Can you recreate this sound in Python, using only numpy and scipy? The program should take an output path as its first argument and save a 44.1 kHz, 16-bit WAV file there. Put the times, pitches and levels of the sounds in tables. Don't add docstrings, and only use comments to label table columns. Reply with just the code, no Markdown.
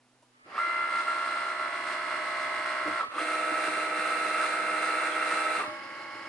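import sys
import numpy as np
from scipy import signal
from scipy.fft import rfft, irfft
from scipy.io import wavfile
from scipy.ndimage import uniform_filter1d

SR = 44100
rng = np.random.default_rng(int(sys.argv[2]) if len(sys.argv) > 2 else 0)


def dump(signal):
    limited = np.clip(np.atleast_2d(signal).T, -1, 1)
    pcm = np.round(limited * 32767).astype(np.int16)
    wavfile.write(sys.argv[1], SR, pcm)


N = 276948
T = np.arange(N) / SR
HZ = np.maximum(np.fft.rfftfreq(N, 1 / SR), 1)

# (frequency [Hz], relative density [dB per Hz])
ROOM_SPECTRUM = [(15, -63), (25, -36), (81, -24), (119, -9), (208, -17), (242, -4), (435, -8), (783, -6.5),
                 (9540, -23.5), (11100, -23), (14500, -58), (22000, -120)]
ROOM_DB = -68
# (frequency [Hz], relative level [dB])
HUM_LINES = [(123.8, -76), (247.6, -72.5)]
# (time [s], level before its wander [dB])
THRUM_LEVEL = [(0.45, -88), (0.6, -79), (3.4, -74), (3.6, -66), (4.9, -63.5), (5.3, -83), (5.7, -69),
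               (6.28, -71)]
# (frequency [Hz], width [Hz], peak gain [dB])
THRUM_MODES = [(101, 21, 8.8), (210, 26, 21)]

# (time [s], peak of the ring [dB], tilt towards the upper modes [dB per octave])
KNOCKS = [(.224, -55.5, 10.5), (2.854, -32.5, -1), (2.874, -26, 4.5), (2.904, -34, -3), (3.154, -37, 3),
          (3.21, -33, 3.5), (3.259, -38, 3), (3.514, -30, 1), (3.675, -27.5, 6), (5.67, -40, -9)]
# (frequency [Hz], relative level [dB], T60 [s])
KNOCK_MODES = [(107, -16.5, 0.16), (200, -4, 0.067), (313.7, 8, 0.095), (490, 5.5, 0.056), (614, 15, 0.024),
               (962, -2, 0.068)]
CRACK_DB, CRACK_S = -31, .02

# (time [s], share of full speed [-])
CARRIAGE_SPEED = [(0.435, 0), (0.545, 1), (2.98, 1), (3.1, 0), (5.56, 0), (5.66, 1)]
# (time [s], relative level [dB], lift of the belt-tooth lines [dB])
CARRIAGE_LEVEL = [(0.53, -44, -8.5), (1.2, -44.5, 3), (1.8, -43.5, -0.5), (2.4, -40.5, -0.5),
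                  (2.98, -41, -2), (5.67, -39, -1.5), (5.85, -39.5, -4), (6.28, -38.5, -6)]
# (frequency [Hz], relative level [dB])
CARRIAGE_LINES = [(275.6, -68), (300.6, -70), (334.4, -63), (501, -73), (526, -72), (550.6, -62),
                  (607.8, -60), (701.4, -71), (826.5, -55.5), (876.5, -63), (926.9, -67), (951.9, -70),
                  (1052.1, -67), (1077.2, -69), (1102.2, -48), (1127.1, -61), (1152.0, -60), (1177.4, -67),
                  (1277.6, -70), (1302.8, -67), (1327.3, -59), (1352.7, -64), (1377.8, -59), (1427.9, -60),
                  (1578.2, -71), (1602.9, -64), (1628.1, -62), (1653.2, -56), (1803.6, -69), (1828.7, -71),
                  (1891.4, -67), (1928.7, -63), (1991.3, -61), (2016.9, -64), (2054.1, -70), (2104.2, -68),
                  (2129.3, -67), (2156.5, -60), (2179.4, -66), (2192.0, -66), (2204.4, -65), (2216.9, -62),
                  (2229.5, -66), (5105.7, -73), (5131.1, -74)]
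# (frequency [Hz], relative density [dB per Hz])
BELT_SPECTRUM = [(35, -56), (60, -25), (175, -17.5), (323, -1.5), (438, -12), (608, -3.5), (757, -11),
                 (826, -4.5), (1010, -7), (1120, -18), (1220, -9.5), (2160, -4), (2410, -15.5), (5180, -26),
                 (11100, -32), (14500, -74), (22000, -120)]
# (frequency [Hz], width [Hz], peak gain [dB])
BELT_MODES = [(107, 21, 14), (2860, 570, 9.5), (4050, 140, 4.5), (4270, 100, 10.5), (4730, 180, 13),
              (5190, 250, 9)]
BELT_HZ = 275.55
CARRIAGE_POWER = 0.93
PULL_MULTIPLE, PULL_LIFT_DB = 6, 5

# (time [s], length [s], frequency [Hz], relative level [dB])
SQUEALS = [(.53, .06, 3300, -64), (3.128, 0.21, 3296, -46.5), (5.08, 0.1, 3260, -50)]
SQUEAL_GRAIN_DB = 5
# (time [s], nominal peak [dB], frequency [Hz], T60 [s])
CLACKS = [(.579, -17, 1206, 0.042), (3.008, -21.5, 1290, .07), (3.031, -32.5, 1288, 0.24),
          (3.032, -28.5, 1140, 0.12), (3.181, -18, 1236, 0.046), (5.604, -29, 1187, 0.13)]
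CLACK_RISE_S = .0012
# (time [s], rise [s], fade [s], frequency [Hz], relative level [dB])
AFTER_HUM = [(5.6, .04, .13, 611, -40), (5.62, .03, .07, 333, -44)]

# (time [s], share of full speed, negative when reversed [-])
FEED_SPEED = [(0.45, 0), (0.595, 1), (2.995, 1), (3.09, 0), (3.192, -1), (5.585, -1), (5.645, -.76),
              (5.74, 0)]
# (time [s], relative whine level [dB], treble rattle level [dB],
# second pinion-mesh line [dB, scaled as the shaft orders], third pinion-mesh line [dB, likewise])
FEED_LEVELS = [(0.6, -30, -53.5, 12, 1), (0.72, -30, -54.5, 6, 5), (0.97, -29, -51, 10, 0.5),
               (1.15, -29.5, -51, 6, -3.5), (1.62, -29.5, -51.5, 5.5, -4), (1.8, -30, -50.5, -1, -3),
               (2.15, -31, -51, -4, -8), (2.25, -31.5, -51, -31, -1), (2.55, -31, -50.5, -20, 1),
               (2.66, -30, -50.5, -4, -5), (2.98, -31, -51.5, 5.5, -5), (3.2, -29.5, -45, -6, -18),
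               (5.05, -29, -44.5, -4.5, -22), (5.2, -28.5, -44.5, -0.5, -22), (5.6, -29, -44, -8, -14),
               (5.66, -31, -41, -17, -17)]
# (multiple [-], relative level forward with the carriage at left [dB], middle [dB],
# right [dB], relative level in reverse [dB])
ORDER_DB = [(1, -55.0, -59.0, -50.5, -61.0), (2, -37.5, -44.5, -35.0, -41.5),
            (3, -56.0, -45.5, -52.0, -51.0), (4, -33.5, -32.0, -30.5, -33.0),
            (5, -28.0, -23.0, -20.5, -12.5), (6, -21.0, -18.5, -17.0, -20.5),
            (7, -31.0, -30.0, -32.5, -23.0), (8, -25.0, -23.5, -25.5, -11.5),
            (9, -22.5, -23.5, -20.0, -23.0), (10, -11.0, -8.0, -3.5, -6.0), (11, -11.0, -7.0, -6.0, -9.5),
            (12, -29.5, -26.0, -33.5, -24.0), (13, -17.0, -16.5, -15.0, -12.0),
            (14, -14.5, -16.0, -11.5, -16.5), (15, -11.0, -13.5, -11.5, -14.5),
            (16, -10.5, -8.0, -9.5, -24.5), (17, -13.0, -10.0, -4.5, -19.5), (18, -8.0, -5.0, -6.5, -19.5),
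            (19, -11.0, -11.0, -12.5, -11.5), (20, -14.5, -15.5, -15.0, -13.5), (21, -1.5, -6.0, 0.5, 2.5),
            (22, 6.5, 1.0, -20.5, -5.0), (23, -8.0, -11.0, -12.0, -11.0), (24, -9.5, -7.0, -6.5, -15.5),
            (25, -24.0, -13.0, -6.5, -9.5), (26, -19.0, -13.0, -15.5, -16.5),
            (27, -9.0, -20.5, -10.5, -15.5), (28, -9.5, -9.0, -9.5, -22.5),
            (29, -23.5, -15.0, -14.0, -22.0), (30, -15.0, -22.0, -8.0, -11.5),
            (31, -16.0, -19.0, -7.5, -18.5), (32, -13.0, -2.5, -3.5, -11.5), (33, 1.5, -5.5, -2.0, -12.5),
            (34, -4.5, -8.5, -3.0, -6.0), (35, -23.5, -14.0, -13.0, -22.5),
            (36, -24.5, -26.5, -23.5, -15.5), (37, -15.5, -14.0, -16.5, -15.5),
            (38, -17.5, -23.5, -12.5, -12.0), (39, -21.5, -17.5, -15.5, -17.5),
            (40, -46.0, -24.0, -21.0, -23.0), (41, -25.5, -22.5, -26.0, -36.0),
            (42, -21.0, -40.0, -24.0, -17.5), (43, -20.5, -19.5, -18.5, -17.5),
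            (44, -16.0, -17.5, -17.0, -19.0), (45, -23.5, -19.5, -19.0, -30.5),
            (46, -16.5, -17.0, -15.0, -24.5), (47, -32.5, -46.5, -27.0, -31.5),
            (48, -35.0, -33.5, -25.5, -35.5), (51, -37, -37, -36, -30), (54, -28, -28, -28, -42),
            (55, -34, -32, -30, -30), (56, -34, -34, -33, -29), (57, -40, -36, -34, -30),
            (64, -35, -40, -42, -30), (65, -28, -29, -30, -30), (66, -34, -31, -30, -27),
            (67, -37, -35, -34, -33), (68, -27, -26, -25, -39), (69, -33, -30, -28, -38),
            (70, -32, -32, -32, -38), (77, -35, -34, -34, -36)]
CARRIAGE_PLACES_S = [1., 1.7, 2.3]
# (multiple of a third of the shaft rate [-], relative level forward [dB],
# relative level in reverse [dB]); forward, 53 lies on a carriage line
THIRD_ORDER_LINES = [(19, -33, -26), (23, -36, -29), (25, -38, -27), (32, -35, -29), (50, -33, -28),
                     (53, -19, -37), (58, -28, -24), (62, -7.5, -10), (65, -21, -25), (67, -28, -23),
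                     (70, -25, -20), (73, -32, -26), (77, -28, -31), (79, -28, -23), (85, -34, -29),
                     (86, -30, -23), (89, -30, -23), (95, -19, -25), (100, -29, -30), (103, -28, -35),
                     (115, -33, -29), (121, -36, -29), (157, -31, -45)]
# (frequency [Hz], relative density [dB per Hz])
RATTLE_FORWARD = [(35, -73), (60, -34), (360, -12.5), (438, -19.5), (622, -7), (740, -15), (1050, -5),
                  (1310, -6), (1850, -6.5), (2070, -9), (2810, -15.5), (3060, -20), (4160, -17.5),
                  (6160, -31.5), (8940, -42.5), (11100, -39), (14500, -73), (22000, -120)]
# (frequency [Hz], relative density [dB per Hz])
RATTLE_REVERSE = [(35, -81), (60, -54), (200, -14.5), (254, -18), (309, -9), (557, -10), (622, -5),
                  (740, -10.5), (1100, -5), (1310, -1.5), (1460, -0.5), (2690, -11), (3060, -27),
                  (3980, -24.5), (8560, -44.5), (11100, -39.5), (14500, -90), (22000, -120)]
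# (frequency [Hz], width [Hz], peak gain [dB])
SHELL = [(338, 53, 4), (600, 140, 4.5), (1273, 190, 5.5), (2020, 230, 5.5), (2706, 83, 6), (3320, 140, 4.5),
         (3770, 260, -3), (4110, 57, 4), (8666, 1080, 19), (12740, 290, 7)]
# (frequency [Hz], width [Hz], gain [dB])
REVERSE_RINGS = [(3065, 40, 6), (3340, 150, -4), (3607, 25, 7), (3895, 50, 7), (4100, 70, 4), (4395, 25, 6),
                 (4630, 50, -5), (4967, 30, 9), (5200, 300, -4)]
# (frequency [Hz], width [Hz], peak gain [dB])
STRAIN_MODES = [(620, 330, 2), (1140, 120, 12), (1330, 63, 16.5), (1840, 46, 8)]
# (time of the bite [s], slack length [s], slack change [dB], bite change [dB])
BITES = [(0.574, 0.022, 1.5, -0.5), (0.925, 0.068, -1, 0), (1.073, 0.053, -2.5, 2),
         (1.589, 0.063, -1.5, 0.5), (1.727, 0.041, -1.5, 1), (1.869, 0.085, -1, 1.5),
         (2.144, 0.037, 1.5, 1), (2.658, 0.053, -1.5, 2.5), (2.992, .03, 0.5, 0.5), (3.17, 0.03, -2, -3.5),
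         (3.272, 0.036, -1.5, 0), (3.715, 0.034, -1, -1), (3.875, 0.033, -0.5, -1),
         (4.059, 0.048, -0.5, 0.5), (4.337, 0.019, -1, 0.5), (4.527, 0.061, -1, 0.5),
         (4.668, 0.051, -0.5, 0.5), (4.82, 0.032, -1, 0), (5.15, 0.052, -1.5, 1), (5.31, 0.067, -1, 0.5),
         (5.598, 0.022, -2, 1)]
GRIND_DB = [-12.5, -12, -11]
REVERSE_GRIND_DB = -7.5
FEED_HZ, TEETH, WHEEL_RATIO = 62.281, 11, 3
BITE_EDGE_S, BITE_FADE_S = 0.0032, 0.018
MESH_SWING, TREBLE_SWING = 4.1, 0.99
TURN_S = 3.09
WHINE_REST_DROP_DB, WHINE_TURN_DROP_DB = 25, 14
TREBLE_REST_DROP_DB, TREBLE_TURN_DROP_DB = 47, 20.5
BRAKING_POWER, STARTING_POWER = 0.91, 0.8
WAVER, REVERSE_WAVER_PER_ORDER = .1, .003
ROUGH, REVERSE_ROUGH = .1, .14
LAG_STEP_TURNS = .45
MESH_SKEW_TURNS = .16
ENGAGE_SPEED, FREE_DB = .89, -8

# (frequency [Hz], side minus mid [dB])
SIDE_DB = [(60, -28), (110, -19), (190, -19), (340, -14.5), (600, -14), (1070, -8), (1900, -8), (3370, -1),
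           (6000, -2), (10700, 1)]
# (frequency [Hz], left minus right [dB])
BALANCE_DB = [(60, -1), (110, 0), (190, -0.5), (340, -2), (600, 0), (1070, -1.5), (1900, -2), (3370, -1.5),
              (6000, -1.5), (10700, -3.5)]
TOP_HZ = 11110


def undb(db):
    return 10 ** (np.asarray(db) / 20)


def unit(x):
    return x / np.sqrt(np.mean(np.abs(x) ** 2))


def over_hz(points):
    hz, db = np.transpose(points)
    return undb(np.interp(np.log(HZ), np.log(np.maximum(hz, 1)), db))


def resonances(modes):
    bells = [1 + (undb(db) - 1) / (1 + (2 * (HZ - hz) / width) ** 2) for hz, width, db in modes]
    return np.prod(bells, axis=0)


def filtered(x, gain):
    centred = np.roll(irfft(gain, N), N // 2)
    response = centred[N // 2 - SR // 4:N // 2 + SR // 2]
    return signal.fftconvolve(x, response)[SR // 4:SR // 4 + N]


def walk(rate):
    count = int(N / SR * rate) + 2
    knots, (a, b) = np.linspace(0, N / SR, count), rng.standard_normal((2, count))
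    return np.interp(T, knots, a) + 1j * np.interp(T, knots, b)


def partial(turns, slow, quick, scatter=1):
    modulation = 1 + slow * walk(5) + quick * walk(45)
    return np.real(modulation * np.exp(2j * np.pi * (turns + scatter * rng.random())))


def room():
    air = unit(filtered(rng.standard_normal(N), over_hz(ROOM_SPECTRUM)))
    hum = sum(undb(db + 0.5) * partial(hz * T, slow=0.11, quick=0.043) for hz, db in HUM_LINES)
    return undb(ROOM_DB) * air + hum


def thrum():
    s, db = np.transpose(THRUM_LEVEL)
    band = resonances(THRUM_MODES) / (1 + (HZ / 260) ** 6) / (1 + (90 / HZ) ** 4)
    low = filtered(rng.standard_normal(N), band)
    return undb(np.interp(T, s, db) + 2.3 * walk(12).real) * unit(low)


def knocks():
    out, t = np.zeros(N), np.arange(int(.2 * SR)) / SR
    for s, db, tilt_db in KNOCKS:
        ring = 0
        for hz, mode_db, t60 in KNOCK_MODES:
            level_db = mode_db + tilt_db * np.log2(hz / 310) + 2 * rng.standard_normal()
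            decay = np.exp(-np.log(1000) * t / t60)
            ring = ring + undb(level_db) * np.sin(2 * np.pi * hz * t) * decay
        ring = ring * (1 - np.exp(-t / 0.011))
        crack = undb(CRACK_DB + 2 * tilt_db) * np.exp(-t / CRACK_S) * rng.standard_normal(len(t))
        i = int(s * SR)
        out[i:i + len(t)] += undb(db) * (ring / np.abs(ring).max() + crack)
    return out


def carriage():
    s, *columns = np.transpose(CARRIAGE_LEVEL)
    level_db, tooth_lift_db = (np.interp(T, s, c) for c in columns)
    speed = np.interp(T, *np.transpose(CARRIAGE_SPEED))
    run_s = np.cumsum(speed) / SR
    hum = 0
    for hz, db in CARRIAGE_LINES:
        multiple = round(hz / BELT_HZ)
        on_tooth = abs(hz / BELT_HZ - multiple) < .005
        pull_lift_db = PULL_LIFT_DB * (multiple == PULL_MULTIPLE) * (T < TURN_S)
        line_db = db + on_tooth * (tooth_lift_db + pull_lift_db)
        hum = hum + undb(line_db) * partial(hz * run_s, slow=0.069, quick=0.11)
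    teeth = np.exp(0.23 * np.cos(2 * np.pi * BELT_HZ * run_s)) * undb(.9 * walk(25).real)
    hiss = filtered(teeth * rng.standard_normal(N), over_hz(BELT_SPECTRUM) * resonances(BELT_MODES))
    sound = undb(45.5) * hum + undb(-8.5) * unit(hiss)
    return speed ** CARRIAGE_POWER * undb(level_db) * sound


def squeals():
    out = 0
    for s, length, hz, db in SQUEALS:
        level = undb(db + SQUEAL_GRAIN_DB * walk(90).real)
        swell = np.sin(np.pi * np.clip((T - s) / length, 0, 1))
        band = np.real(walk(420) * np.exp(2j * np.pi * hz * T))
        out = out + level * swell * band
    return out


def clacks():
    out = 0
    for s, db, hz, t60 in CLACKS:
        t = np.maximum(T - s, 0)
        envelope = (1 - np.exp(-t / CLACK_RISE_S)) * np.exp(-np.log(1000) * t / t60)
        out = out + undb(db) * envelope * np.sin(2 * np.pi * hz * t)
    return out


def after_hum():
    out = 0
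    for s, rise, fade, hz, db in AFTER_HUM:
        t = np.maximum(T - s, 0)
        envelope = np.minimum(t / rise, 1) * np.exp(-(t / fade) ** 2 / 2)
        out = out + undb(db) * envelope * partial(hz * T, slow=0.087, quick=0.19)
    return out


def bites():
    def step(s):
        return .5 + .5 * np.tanh((T - s) / BITE_EDGE_S)

    swing_db = 0
    for s, length, slack_db, bite_db in BITES:
        slack = step(s - length) - step(s)
        bite = step(s) * np.exp(-np.maximum(T - s, 0) / BITE_FADE_S)
        swing_db = swing_db + slack_db * slack + bite_db * bite
    return swing_db


def repeating(turns, samples):
    place, trade = turns % 1 * samples, .5 * walk(3).real
    a, b = (np.interp(place, np.arange(samples), rng.standard_normal(samples), period=samples)
            for _ in range(2))
    return unit(np.cos(trade) * a + np.sin(trade) * b)


def feed_whine(speed, turns, swing_db, second_db, third_db):
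    back, pace = speed < 0, np.abs(speed)
    ringing = (over_hz(RATTLE_REVERSE) * resonances(SHELL) * resonances(REVERSE_RINGS)
               * resonances(STRAIN_MODES))
    lags = np.cumsum(LAG_STEP_TURNS * rng.standard_normal(len(ORDER_DB)))
    lags[2 * TEETH - 1] = 2 * lags[2 * TEETH - 2] - lags[2 * TEETH - 3] + MESH_SKEW_TURNS
    rough = np.where(back, REVERSE_ROUGH, ROUGH)
    whine = 0
    for (k, *forward_db, reverse_db), lag in zip(ORDER_DB, lags):
        db = np.where(back, reverse_db, np.interp(T, CARRIAGE_PLACES_S, forward_db))
        gain_ratio = np.interp(k * FEED_HZ * pace, HZ, ringing) / np.interp(k * FEED_HZ, HZ, ringing)
        sliding = gain_ratio ** 0.67 * pace ** 3.2
        if k == 2 * TEETH - 1:
            db = db + back * MESH_SWING * swing_db
        elif k == 2 * TEETH:
            db = second_db + MESH_SWING * swing_db
        elif k == 3 * TEETH:
            db = third_db
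        waver = WAVER + back * REVERSE_WAVER_PER_ORDER * k
        whine = whine + sliding * undb(db) * partial(k * turns + lag, waver, rough, scatter=0)
    for order, forward_db, reverse_db in THIRD_ORDER_LINES:
        db = np.where(back, reverse_db, forward_db) + 4.5
        line = partial(order * turns / WHEEL_RATIO, slow=0.2, quick=0.3)
        whine = whine + speed ** 4 * undb(db) * line
    free = (np.gradient(pace) > 0) & (pace < ENGAGE_SPEED)
    free_db = FREE_DB * uniform_filter1d(1. * free, size=100)
    return whine / np.where(back, undb(5.0), undb(8.0)) * undb(free_db)


def gear_rattle(speed, turns):
    back = speed < 0
    beats = [(1, .11), (2, .17), (5, .08), (TEETH, .1)]
    puffs = np.exp(sum(depth * np.cos(2 * np.pi * (k * turns + rng.random())) for k, depth in beats))
    puffs = puffs * undb(1.54 * walk(14).real)
    per_turn, fresh = round(SR / FEED_HZ), rng.standard_normal(N)
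    low = puffs * (fresh + 0.28 * repeating(turns / WHEEL_RATIO, per_turn * WHEEL_RATIO))
    high = puffs * (fresh + 0.35 * repeating(turns, per_turn))
    forward = over_hz(RATTLE_FORWARD) * resonances(SHELL)
    reverse = over_hz(RATTLE_REVERSE) * resonances(SHELL) * resonances(REVERSE_RINGS)
    below, above = 1 / (1 + (HZ / 3000) ** 8), 1 / (1 + (3000 / HZ) ** 8)
    body = np.where(back, unit(filtered(low, reverse * below)), unit(filtered(low, forward * below)))
    treble = np.where(back, unit(filtered(high, reverse * above)), unit(filtered(high, forward * above)))
    strain_band = resonances(STRAIN_MODES) / (1 + (HZ / 2400) ** 4) / (1 + (300 / HZ) ** 4)
    strain = np.sqrt((1 - speed ** 8) * (0.28 + np.abs(speed))) * unit(filtered(low, strain_band))
    return body, treble, strain


def feed():
    speed = np.interp(T, *np.transpose(FEED_SPEED))
    pace = np.abs(speed)
    turns = np.cumsum(pace) * FEED_HZ / SR
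    s, *columns = np.transpose(FEED_LEVELS)
    whine_db, treble_db, second_db, third_db = (np.interp(T, s, c) for c in columns)
    swing_db, turning = bites(), np.abs(T - TURN_S) < 1
    lost = (1 - pace) ** np.where(np.gradient(pace) < 0, BRAKING_POWER, STARTING_POWER)
    whine_drop_db = np.where(turning, WHINE_TURN_DROP_DB, WHINE_REST_DROP_DB) * lost
    treble_drop_db = np.where(turning, TREBLE_TURN_DROP_DB, TREBLE_REST_DROP_DB) * (1 - pace)
    whine_db = whine_db - whine_drop_db + swing_db
    treble_db = treble_db - treble_drop_db + TREBLE_SWING * swing_db
    whine = feed_whine(speed, turns, swing_db, second_db, third_db)
    body, treble, strain = gear_rattle(speed, turns)
    forward_grind_db = np.interp(T, CARRIAGE_PLACES_S, GRIND_DB)
    grind_db = np.where(speed < 0, REVERSE_GRIND_DB, forward_grind_db)
    main = whine + undb(grind_db) * pace ** 0.31 * body + undb(-4.0) * strain
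    running = uniform_filter1d(1. * (speed != 0), size=1500)
    return running * (undb(whine_db) * main + undb(treble_db) * treble)


def scene():
    background = room() + thrum()
    machine = knocks() + carriage() + squeals() + clacks() + after_hum() + feed()
    mid = background + machine
    echo = rfft(rng.standard_normal(N) * np.exp(-np.log(1000) * T / .45))
    turn = (.5 * echo.real + 1j * echo.imag) / np.abs(echo) + 1j * np.minimum(1200 / HZ, .7)
    side = filtered(mid, over_hz(SIDE_DB) * turn / np.abs(turn))
    lean = np.sqrt(over_hz(BALANCE_DB))
    return np.array([filtered(mid + side, lean), filtered(mid - side, 1 / lean)])


def record(dry):
    thin = signal.sosfilt(signal.butter(2, 85, "highpass", fs=SR, output="sos"), dry)
    hiss_gain = 1 / (1 + (HZ / 60) ** 2)
    hiss = undb(-88) * np.array([unit(filtered(c, hiss_gain)) for c in rng.standard_normal((2, N))])
    top_cut = signal.ellip(12, .2, 80, TOP_HZ, fs=SR, output="sos")
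    return signal.sosfilt(top_cut, thin + hiss)


dry = scene()
out = record(dry)
dump(out)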